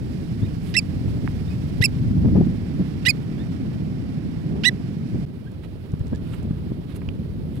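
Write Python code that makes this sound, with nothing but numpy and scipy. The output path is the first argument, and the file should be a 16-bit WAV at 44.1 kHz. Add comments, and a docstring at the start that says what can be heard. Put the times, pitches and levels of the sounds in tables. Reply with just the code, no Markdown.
"""Oystercatcher on a windy shore.

Four sharp 'kip' calls sound from the right: syrinx harmonics shaped by throat and bill. Each rises from a low
rasp; three break upward into a clear whistle. Another bird answers far off. Wind rumbles and buffets on the
microphone over ticks, wavelets and hiss. Late on, the background drops out for an instant and resumes quieter."""
import sys
import numpy as np
from scipy import signal
from scipy.fft import rfft, irfft
from scipy.io import wavfile
from scipy.ndimage import uniform_filter1d

SR = 44100
rng = np.random.default_rng(int(sys.argv[2]) if len(sys.argv) > 2 else 0)


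def wav_record(signal):
    """Record a signal, one row per channel, as 16-bit PCM in the file named by sys.argv[1]."""
    frames = np.transpose(np.atleast_2d(signal))
    bounded = np.clip(frames, -1, 1)
    # unit amplitude maps onto the largest positive 16-bit level
    quanta = np.round(bounded * 32767).astype(np.int16)
    wavfile.write(sys.argv[1], SR, quanta)


N = 335160
TIME = np.arange(N) / SR
SWITCH_S, CUTOFF_HZ = 5.254, 15900

# Near calls. Each row: start and rise in seconds, low note in Hz, its level and overtones in dB,
# rasp in seconds, onset burst in dB, break delay in seconds, whistle in Hz (0: no break), its level
# and the break burst in dB, fall delay and release in seconds, left gain and top-octave gain in dB.
NEAR_CALLS = [(0.7395, .0102, 2045, -15.8, -2, .0085, -27.5, .0265, 2675, -13.6, -33, .045, .017, -16.5, -4.5),
              (1.8125, .0105, 2070, -12.5, -4, .011, -29, .0275, 2675, -15.5, -28, .040, .0155, -17.5, 3.5),
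              (3.0508, .012, 2035, -10, -1, .021, -27.5, .034, 2508, -12.8, -22, .049, .0155, -20.5, -.5),
              (4.635, .0145, 1986, -9.6, 1.8, .027, -26, 0, 0, 0, 0, .0545, .0075, -20.5, -8)]
# Throat and bill resonances. Each row: frequency in Hz, gain in dB.
THROAT_DB = [(700, -28), (1100, -23), (1450, -6), (2700, 1.0), (3900, -6.3), (4600, -10), (5350, -7),
             (5900, -15.5), (6500, -20.5), (7900, -8), (9200, -16), (10300, -4.5), (12600, -7),
             (13600, -16), (15800, -18)]
# Call colour at the left microphone. Each row: frequency in Hz, extra gain in dB.
CALL_LEFT_DB = [(2000, -3), (2700, -1), (3950, 0), (4500, -5), (5200, 9), (8000, 14.5), (10000, 13.5),
                (14000, -37)]
# Call phase at the left microphone. Each row: frequency in Hz, lead in radians.
CALL_LEAD_RAD = [(2000, -1.5), (4000, -0.46), (5300, 0.67), (8000, 1.55), (10500, -.4)]
# Far bird. 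Each row: start and length in seconds, start and end pitch in Hz, level in dB,
# relative second harmonic in dB.
FAR_NOTES = [(0.415, .048, 1640, 1890, -55, 5), (0.46, .013, 2560, 2420, -48, -12),
             (1.475, 0.025, 1720, 1900, -58, 8), (1.499, 0.038, 2540, 2500, -49, -14),
             (3.375, 0.06, 1595, 1830, -51, -0.5), (5.462, 0.026, 1520, 1630, -47.5, -13),
             (6.13, 0.032, 1555, 1730, -48.5, -11)]
# Wind strength. Each row: time in seconds, base rumble level in dB.
WIND_DB = [(0, -28), (0.8, -27.5), (1.05, -23.5), (1.4, -25), (1.9, -25.5), (2.2, -17.8), (2.4, -17.8),
           (2.6, -26.5), (3.2, -27.5), (3.8, -26), (4.35, -28), (5.25, -27), (5.265, -34), (5.88, -34),
           (6.08, -28.8), (6.7, -29), (6.87, -33), (7.15, -29)]
# Eddy size. Each row: time in seconds, deep bass gain in dB.
DEEP_BASS_DB = [(0, 0), (1.5, 5), (2.3, 3), (3.8, -15), (5.2, -7), (5.6, 9), (7.6, 4.5)]
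# Gusts. Each row: centre and half-width in seconds, low lift, upper lift and leftward tilt in dB.
WIND_GUSTS = [(.43, .03, 6, 1, 1), (2.05, .08, 2, -1, 5), (2.265, .028, 2, 6, 7),
              (2.366, .024, 3.5, 12, 10), (2.413, .02, 2, 10.5, 4), (2.805, .018, 3.5, 6.5, 5),
              (4.54, .08, 3, 7, 0.5), (5.16, .045, 5, 5.5, 0.5), (6.135, .012, 3, 9, 1),
              (6.48, .04, 2, 3.5, 0), (6.72, .016, 2, 4.5, 0.5)]
# Rumble spectrum. Each row: frequency in Hz, relative level in dB.
RUMBLE_DB = [(13, -38), (22, -21.5), (81, -2), (161, 0), (268, -6.5), (360, -17.5), (395, -18.5),
             (447, -23.5), (556, -29), (900, -41), (1170, -50), (2000, -61), (4000, -95)]
# Rumble balance. Each row: frequency in Hz, left minus right in dB.
RUMBLE_PAN_DB = [(30, 2.5), (120, -0.5), (250, -2), (400, -6), (700, -8.5)]
# Rumble likeness. Each row: frequency in Hz, left-right correlation.
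RUMBLE_CORRELATION = [(30, .58), (150, 0.64), (400, 0.68), (800, .3)]
# Rumble and hiss phase. Each row: frequency in Hz, left lead in radians.
NOISE_LEAD_RAD = [(40, 1), (120, -0.8), (260, -0.98), (780, -1.47), (3000, -2.5), (5300, -1.5),
                  (7000, -0.5), (15000, -15)]
# Single eddies. Each row: centre and half-width in seconds, relative peak in dB, pitch in Hz.
EDDY_THUMPS = [(.322, 0.012, -17, 130.1), (.435, 0.011, -10, 97.2), (1.083, 0.009, -10.5, 130),
               (1.811, 0.0066, -5.5, 115), (2.253, 0.0081, -6, 190.6), (2.284, 0.0051, -11, 226.2),
               (2.372, .014, -9, 189.9), (2.413, 0.004, -4, 228), (2.471, 0.0037, -11, 226),
               (2.799, 0.0024, -15, 246.2), (2.811, 0.019, -12.5, 178.3), (5.939, 0.0048, -10.5, 151.8),
               (6.013, 0.0042, -10.5, 100), (6.131, 0.0048, -9.5, 235), (6.453, .006, -17, 220),
               (6.511, 0.003, -9, 143.5), (6.72, 0.0037, -14.5, 235.3), (7.088, .008, -17, 85)]
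# Ticks and taps. Each row: start in seconds, peak in dB, centre and bandwidth in Hz,
# crumble decay in seconds, relative snap in dB.
DRY_TICKS = [(1.2764, -15, 1180, 1350, 0.00022, -40), (5.518, -42, 8000, 7000, .002, -14),
             (5.919, -37.5, 5900, 6100, 0.0025, -8), (5.995, -39, 7000, 7000, .002, -6),
             (6.070, -36, 5470, 4000, .002, -10), (6.081, -41.5, 6500, 7000, .002, -8),
             (6.150, -37.5, 5200, 5000, .002, -8), (6.159, -32, 4700, 4000, 0.0019, -10),
             (6.336, -27.5, 1050, 2200, .008, -20), (6.43, -40, 8000, 6100, 0.0024, -10),
             (6.963, -35, 9400, 7000, .003, -10), (7.018, -32, 1260, 1590, 0.0057, -23),
             (7.0885, -21, 2780, 1150, .0015, -15)]
# Wavelets. Each row: centre and half-width in seconds, level in dB, spray offset in dB.
WAVELET_LAPS = [(0.686, 0.038, -46.5, 3), (1.09, 0.034, -54, 0), (5.644, 0.012, -45, -4),
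                (6.31, 0.052, -55, 5), (6.343, 0.011, -51, 5), (6.912, 0.021, -47.5, -4),
                (6.963, 0.0085, -47.5, 9), (7.565, 0.023, -51.5, 2)]
# Hiss course. Each row: time in seconds, relative level in dB, treble gain in dB.
HISS_COURSE_DB = [(0, -47.5, 7), (.9, -47.5, 7), (1.5, -46, 7), (2.2, -46.5, 4.5), (2.8, -45, 3),
                  (3.6, -46.5, 2.5), (4.4, -47, 2), (5.25, -48, 4.5), (5.262, -52.5, 0), (5.9, -51.5, 1),
                  (6.3, -47, -4), (6.7, -50.5, 0.5), (7.15, -50.5, 0), (7.6, -53, 4.5)]
# Hiss spectrum before 5.25 s. Each row: frequency in Hz, relative level in dB.
EARLY_HISS_DB = [(410, -19.5), (700, 2), (860, -3.5), (1200, -6), (1550, -6.5), (2000, -6.5), (2860, -11),
                 (4000, -14.5), (5400, -14), (6500, -23.5), (7800, -19), (10500, -29), (14200, -40.5),
                 (15800, -47)]
# Hiss spectrum after 5.25 s. Each row: frequency in Hz, relative level in dB.
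LATE_HISS_DB = [(470, -25), (850, -1.5), (1300, -2.5), (2000, -6), (3400, -9), (5300, -13), (6400, -21),
                (8200, -16), (10000, -20.5), (13000, -28), (15800, -36)]
# Hiss balance. Each row: frequency in Hz, left minus right in dB.
HISS_PAN_DB = [(60, -10), (110, 11), (200, 0), (380, 1.5), (700, -8), (1290, -12), (2380, -16), (4400, -15),
               (8120, -4), (15000, -33.5)]
# Hiss likeness. Each row: frequency in Hz, left-right correlation.
HISS_CORRELATION = [(800, 0.22), (2000, 0.49), (5000, 0.3), (12000, 0.7)]


def kip(start_s, rise_s, low_hz, low_db, low_overtones_db, rasp_s, onset_db, break_s,
        whistle_hz, whistle_db, break_db, fall_s, release_s, left_db, top_db):
    """One near call: voice, breath and bursts of chaotic membrane flapping; rasp shakes the pitch."""
    span = (TIME >= start_s) & (TIME < start_s + fall_s + 1.5 * release_s)
    t = TIME[span] - start_s
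    pitch_hz, level_db, overtones_db, rasp, whistling = syrinx(
        t, rise_s, low_hz, low_db, low_overtones_db, rasp_s,
        break_s, whistle_hz, whistle_db, fall_s, release_s)
    phase = phase_rad(pitch_hz * (1 + (.0014 + .021 * rasp) * wobble(470, len(t))))
    # Top overtones die first.
    faded_db = (np.maximum.accumulate(level_db) - level_db - 7).clip(0)
    slope_db = np.where(whistling, -7.5, -5.5) - .25 * faded_db
    voice = throat(pitch_hz, phase, rasp, overtones_db, slope_db, left_db, top_db)
    throat_noise = unit_rms(butter(rng.standard_normal(len(t)), [1700, 5200], "band", order=4))
    fizz = unit_rms(butter(rng.standard_normal(len(t)), [7500, 13000], "band", order=3))
    breath = from_db(-37) * throat_noise + from_db(top_db - 38) * (1 + 2 * rasp) * fizz
    onset_burst = from_db(onset_db) * np.exp(-(t / .0056 - .8) ** 2)
    break_burst = whistling.any() * from_db(break_db) * np.exp(-((t - break_s) / .0028) ** 4)
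    call = np.sqrt(2) * from_db(level_db) * (voice + from_right(breath, left_db / 2))
    call += from_right((onset_burst + break_burst) * throat_noise, left_db)
    out = np.zeros((2, N))
    out[:, span] = call * signal.windows.tukey(len(t), .03)
    return out


def syrinx(t, rise_s, low_hz, low_db, low_overtones_db, rasp_s,
           break_s, whistle_hz, whistle_db, fall_s, release_s,
           start_hz=1360, attack_db=19.5, release_db=23, rasp_fade_s=.016, rasp_loss_db=2.5):
    """The voice's course: a rasping climb to a low note, an optional whistle, a dying fall."""
    pitch_hz = low_hz + (start_hz - low_hz) * np.exp(-(t / rise_s) ** 1.5)
    level_db = low_db - attack_db * (1 - ease(t / (1.55 * rise_s)))
    rasp = .03 + .85 * (1 - ease((t - rasp_s) / rasp_fade_s + .5))
    ending = np.maximum(t - fall_s, 0) / release_s
    whistling = (t >= break_s) & (whistle_hz > 0)
    if whistle_hz > 0:
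        scoop = 1 - .12 * np.exp(-np.abs(t - break_s) / .0012)
        pitch_hz = np.where(whistling, whistle_hz * scoop, pitch_hz)
        level_db = np.where(whistling, whistle_db, level_db)
        # The low note turns pure just before the break; the whistle brightens as it falls.
        purity_db = 16 * np.exp(-((t - break_s + .0055) / .006) ** 2)
        bright_db = 1 + 5.5 * np.sin(np.pi * np.minimum(ending, 1))
        overtones_db = np.where(whistling, bright_db, low_overtones_db - purity_db)
    else:
        dulling_db = 12 * ease((t - fall_s) / .011 + .5)
        overtones_db = low_overtones_db - dulling_db
    pitch_hz *= 1 - .135 * ease(ending / .82)
    level_db -= rasp_loss_db * rasp + release_db * ending ** 2
    return pitch_hz, level_db, overtones_db, rasp, whistling


def throat(pitch_hz, phase, rasp, overtones_db, slope_db, left_db, top_db, flutter_db=2):
    """Partials through throat and bill; rasp doubles the period, adding half-order partials."""
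    voice = np.zeros((2, len(phase)))
    for k in np.arange(1, 17) / 2:
        if k == 1:
            strength = 1
        elif k % 1:
            strength = rasp * from_db(-1 - 7 * np.log2(max(k - .5, 1)))
        else:
            strength = from_db(overtones_db + slope_db * (k - 2.5))
        hz = k * pitch_hz
        # The highest partials are beamed and flutter most.
        beam_db = np.minimum((hz / 10000) ** 2, 1.5) * (top_db + flutter_db * wobble(260, len(hz)))
        gain = strength * from_db(at_hz(THROAT_DB, hz) + beam_db) * (hz < CUTOFF_HZ)
        left_gain = gain * from_db(left_db + at_hz(CALL_LEFT_DB, hz))
        voice += [left_gain * np.sin(k * phase + at_hz(CALL_LEAD_RAD, hz)), gain * np.sin(k * phase)]
    return voice


def sand_scatter(x, wet_db=-27.5, t60_s=.03):
    """Rough sand throws back a faint, short tail."""
    t = TIME[:SR // 4]
    tail = butter(rng.standard_normal((2, len(t))), 6300, "low", order=4) * from_db(-60 * t / t60_s)
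    tail /= np.sqrt(np.sum(tail ** 2, axis=1, keepdims=True))
    return x + from_db(wet_db) * signal.fftconvolve(x[1:], tail, axes=1)[:, :N]


def far_bird(flicker_db=2):
    """Distant gliding notes: only two harmonics carry, each flickering in the wind."""
    out = np.zeros(N)
    for start_s, length_s, start_hz, end_hz, level_db, second_db in FAR_NOTES:
        start, size = int(start_s * SR), int(length_s * SR)
        u = np.linspace(0, 1, size)
        pitch_hz = end_hz + (start_hz - end_hz) * (1 - u) ** 2
        phase = phase_rad(pitch_hz * (1 + .01 * wobble(400, size)))
        note = sum(from_db(db + flicker_db * wobble(150, size)) * np.sin(k * phase)
                   for k, db in [(1, 0), (2, second_db)])
        out[start:start + size] += from_db(level_db) * np.sqrt(8 * u * (1 - u)) * note
    return from_right(out, left_db=-16)


def wind(split_hz=340, mean_wind_db=-27, lumps_db=1.1):
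    """Eddies on the microphone: lumpy rumble that brightens and leans left in gusts."""
    wind_db, = at_times(WIND_DB)
    low_lift_db, upper_lift_db, tilt_db = sum(
        np.outer(gains_db, np.exp(-((TIME - centre_s) / width_s) ** 2))
        for centre_s, width_s, *gains_db in WIND_GUSTS)
    noise = stereo_noise(RUMBLE_DB, RUMBLE_CORRELATION, RUMBLE_PAN_DB)
    low = butter(noise, split_hz, "low", order=5)
    upper = butter(noise, split_hz, "high", order=5)
    low += (from_db(at_times(DEEP_BASS_DB)[0]) - 1) * butter(low, 65, "low", order=1)
    # Level the noise so that the flow sets the slow swell.
    low /= np.sqrt(uniform_filter1d(np.mean(low ** 2, axis=0), SR // 12))
    lean = np.array([[1], [-.5]])
    low_db = wind_db + low_lift_db + .7 + .4 * tilt_db * lean
    upper_db = -40.3 + .45 * (wind_db - mean_wind_db) + upper_lift_db + wobble(14, N)
    upper_db = upper_db + (.5 + tilt_db) * lean
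    rumble = from_db(low_db) * unit_rms(low) + from_db(upper_db) * unit_rms(upper)
    return rumble * from_db(lumps_db * wobble(36, N))


def buffets(gain_db=-2, left_lag_rad=1, centred_db=-11.5, waver=.23, skew=.12, flutter=.04):
    """Single eddies thump both microphones for a few uneven cycles; stronger ones lean left."""
    out = np.zeros((2, N))
    for centre_s, width_s, peak_db, hz in EDDY_THUMPS:
        span = np.abs(TIME - centre_s) < .1
        swell = np.exp(-((TIME[span] - centre_s) / width_s) ** 2)
        phase = phase_rad(hz * (1 + waver * wobble(254, len(swell)))) - np.array([[left_lag_rad], [0]])
        lean_db = (peak_db - centred_db) * np.array([[.2], [-.2]])
        roughness = skew * np.sin(2 * phase) + flutter * wobble(565, len(swell))
        thump = swell * (np.sin(phase) + swell * roughness)
        out[:, span] += from_db(peak_db + gain_db + lean_db) * thump
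    return out


def ticks(crumble=.15):
    """Tiny dry contacts: a click and crumble through one broad resonance, plus a faint snap."""
    out, t = np.zeros(N), TIME[:SR // 25]
    for start_s, peak_db, hz, width_hz, crumble_s, snap_db in DRY_TICKS:
        push = (t == 0) + crumble * rng.standard_normal(len(t)) * np.exp(-t / crumble_s)
        low_hz = np.hypot(hz, width_hz / 2) - width_hz / 2
        tick = butter(push, [low_hz, low_hz + width_hz], "band", order=4)
        tick += from_db(snap_db) * butter(push, [hz / 3, hz * 2], "band", order=6)
        start = int(start_s * SR)
        out[start:start + len(t)] += from_db(peak_db) * tick / np.abs(tick).max()
    return from_right(out, left_db=-17)


def wavelets(spray_db=-10, grain_db=3):
    """Small waves fold on the sand: a grainy wash with fine spray."""
    wash = butter(rng.standard_normal(N), [600, 3900], "band", order=4)
    wash = unit_rms(wash * from_db(grain_db * wobble(200, N)))
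    spray = butter(rng.standard_normal(N), [7000, 12500], "band")
    spray = unit_rms(spray * from_db(grain_db * wobble(530, N)))
    out = np.zeros(N)
    for centre_s, width_s, level_db, offset_db in WAVELET_LAPS:
        swell = from_db(level_db) * np.exp(-.5 * ((TIME - centre_s) / width_s) ** 2)
        out += swell * (wash + from_db(spray_db + offset_db) * spray)
    return from_right(out, left_db=-19)


def hiss(early_db=-3.5, late_db=-4.5, treble_hz=6500, flutter_db=.84):
    """The even wash of air and open water; its colour changes at 5.25 s."""
    level_db, treble_db = at_times(HISS_COURSE_DB)
    early_hiss = from_db(early_db) * stereo_noise(EARLY_HISS_DB, HISS_CORRELATION, HISS_PAN_DB)
    late_hiss = from_db(late_db) * stereo_noise(LATE_HISS_DB, HISS_CORRELATION, HISS_PAN_DB)
    noise = np.where(TIME < SWITCH_S, early_hiss, late_hiss)
    treble = noise - butter(noise, treble_hz, "low", order=1)
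    return from_db(level_db + flutter_db * wobble(20, N)) * (noise + (from_db(treble_db) - 1) * treble)


def stereo_noise(spectrum_db, correlation, pan_db):
    """Unit-rms coloured noise at two microphones; correlation, pan and phase vary by frequency."""
    hz = np.arange(N // 2 + 1) * SR / N
    mid, side = rfft(rng.standard_normal((2, N)))
    alike, sign = np.clip(at_hz(correlation, hz), -1, 1), np.array([[1], [-1]])
    pair = np.sqrt(1 + alike) * mid + sign * np.sqrt(1 - alike) * side
    pair *= np.exp(.5j * sign * at_hz(NOISE_LEAD_RAD, hz))
    pair *= from_db(at_hz(spectrum_db, hz) + sign * at_hz(pan_db, hz) / 2)
    return unit_rms(irfft(pair, N))


def from_right(x, left_db):
    """A sound from the right is weaker at the left microphone."""
    return x * np.array([[from_db(left_db)], [1]])


def from_db(db):
    """Decibels to gain."""
    return 10 ** (np.asarray(db) / 20)


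def unit_rms(x):
    """Scale to rms 1."""
    return x / np.sqrt(np.mean(x ** 2) + 1e-20)


def phase_rad(hz):
    """Running phase of a frequency curve."""
    return 2 * np.pi * np.cumsum(hz) / SR


def at_times(rows):
    """Interpolate each value column at every sample."""
    times_s, *columns = np.transpose(rows)
    return [np.interp(TIME, times_s, column) for column in columns]


def at_hz(rows, hz):
    """Interpolate on a log-frequency axis."""
    knots_hz, values = np.transpose(rows)
    return np.interp(np.log(np.maximum(hz, 1)), np.log(knots_hz), values)


def butter(x, hz, kind, order=2):
    """Causal Butterworth filter."""
    sos = signal.butter(order, np.clip(hz, 10, .45 * SR), kind, fs=SR, output="sos")
    return signal.sosfilt(sos, x + 1e-18)


def wobble(rate_hz, size):
    """Smooth random drift, rms 1."""
    return unit_rms(butter(rng.standard_normal(size + 8000), rate_hz, "low")[8000:])


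def ease(u):
    """Smooth step from 0 to 1."""
    return .5 - .5 * np.cos(np.pi * np.clip(u, 0, 1))


def scene():
    """Birds over wind and water; wind and hiss drop out for an instant near 5.25 s."""
    near_bird = sand_scatter(sum(kip(*row) for row in NEAR_CALLS))
    dip = 1 - .9 * np.exp(-((TIME - SWITCH_S - .003) / .004) ** 4)
    return near_bird + far_bird() + ticks() + wavelets() + dip * (wind() + buffets() + hiss())


def record(dry):
    """Steep low-pass."""
    return signal.sosfilt(signal.ellip(12, .1, 80, CUTOFF_HZ, fs=SR, output="sos"), dry)


dry = scene()
out = record(dry)
wav_record(out)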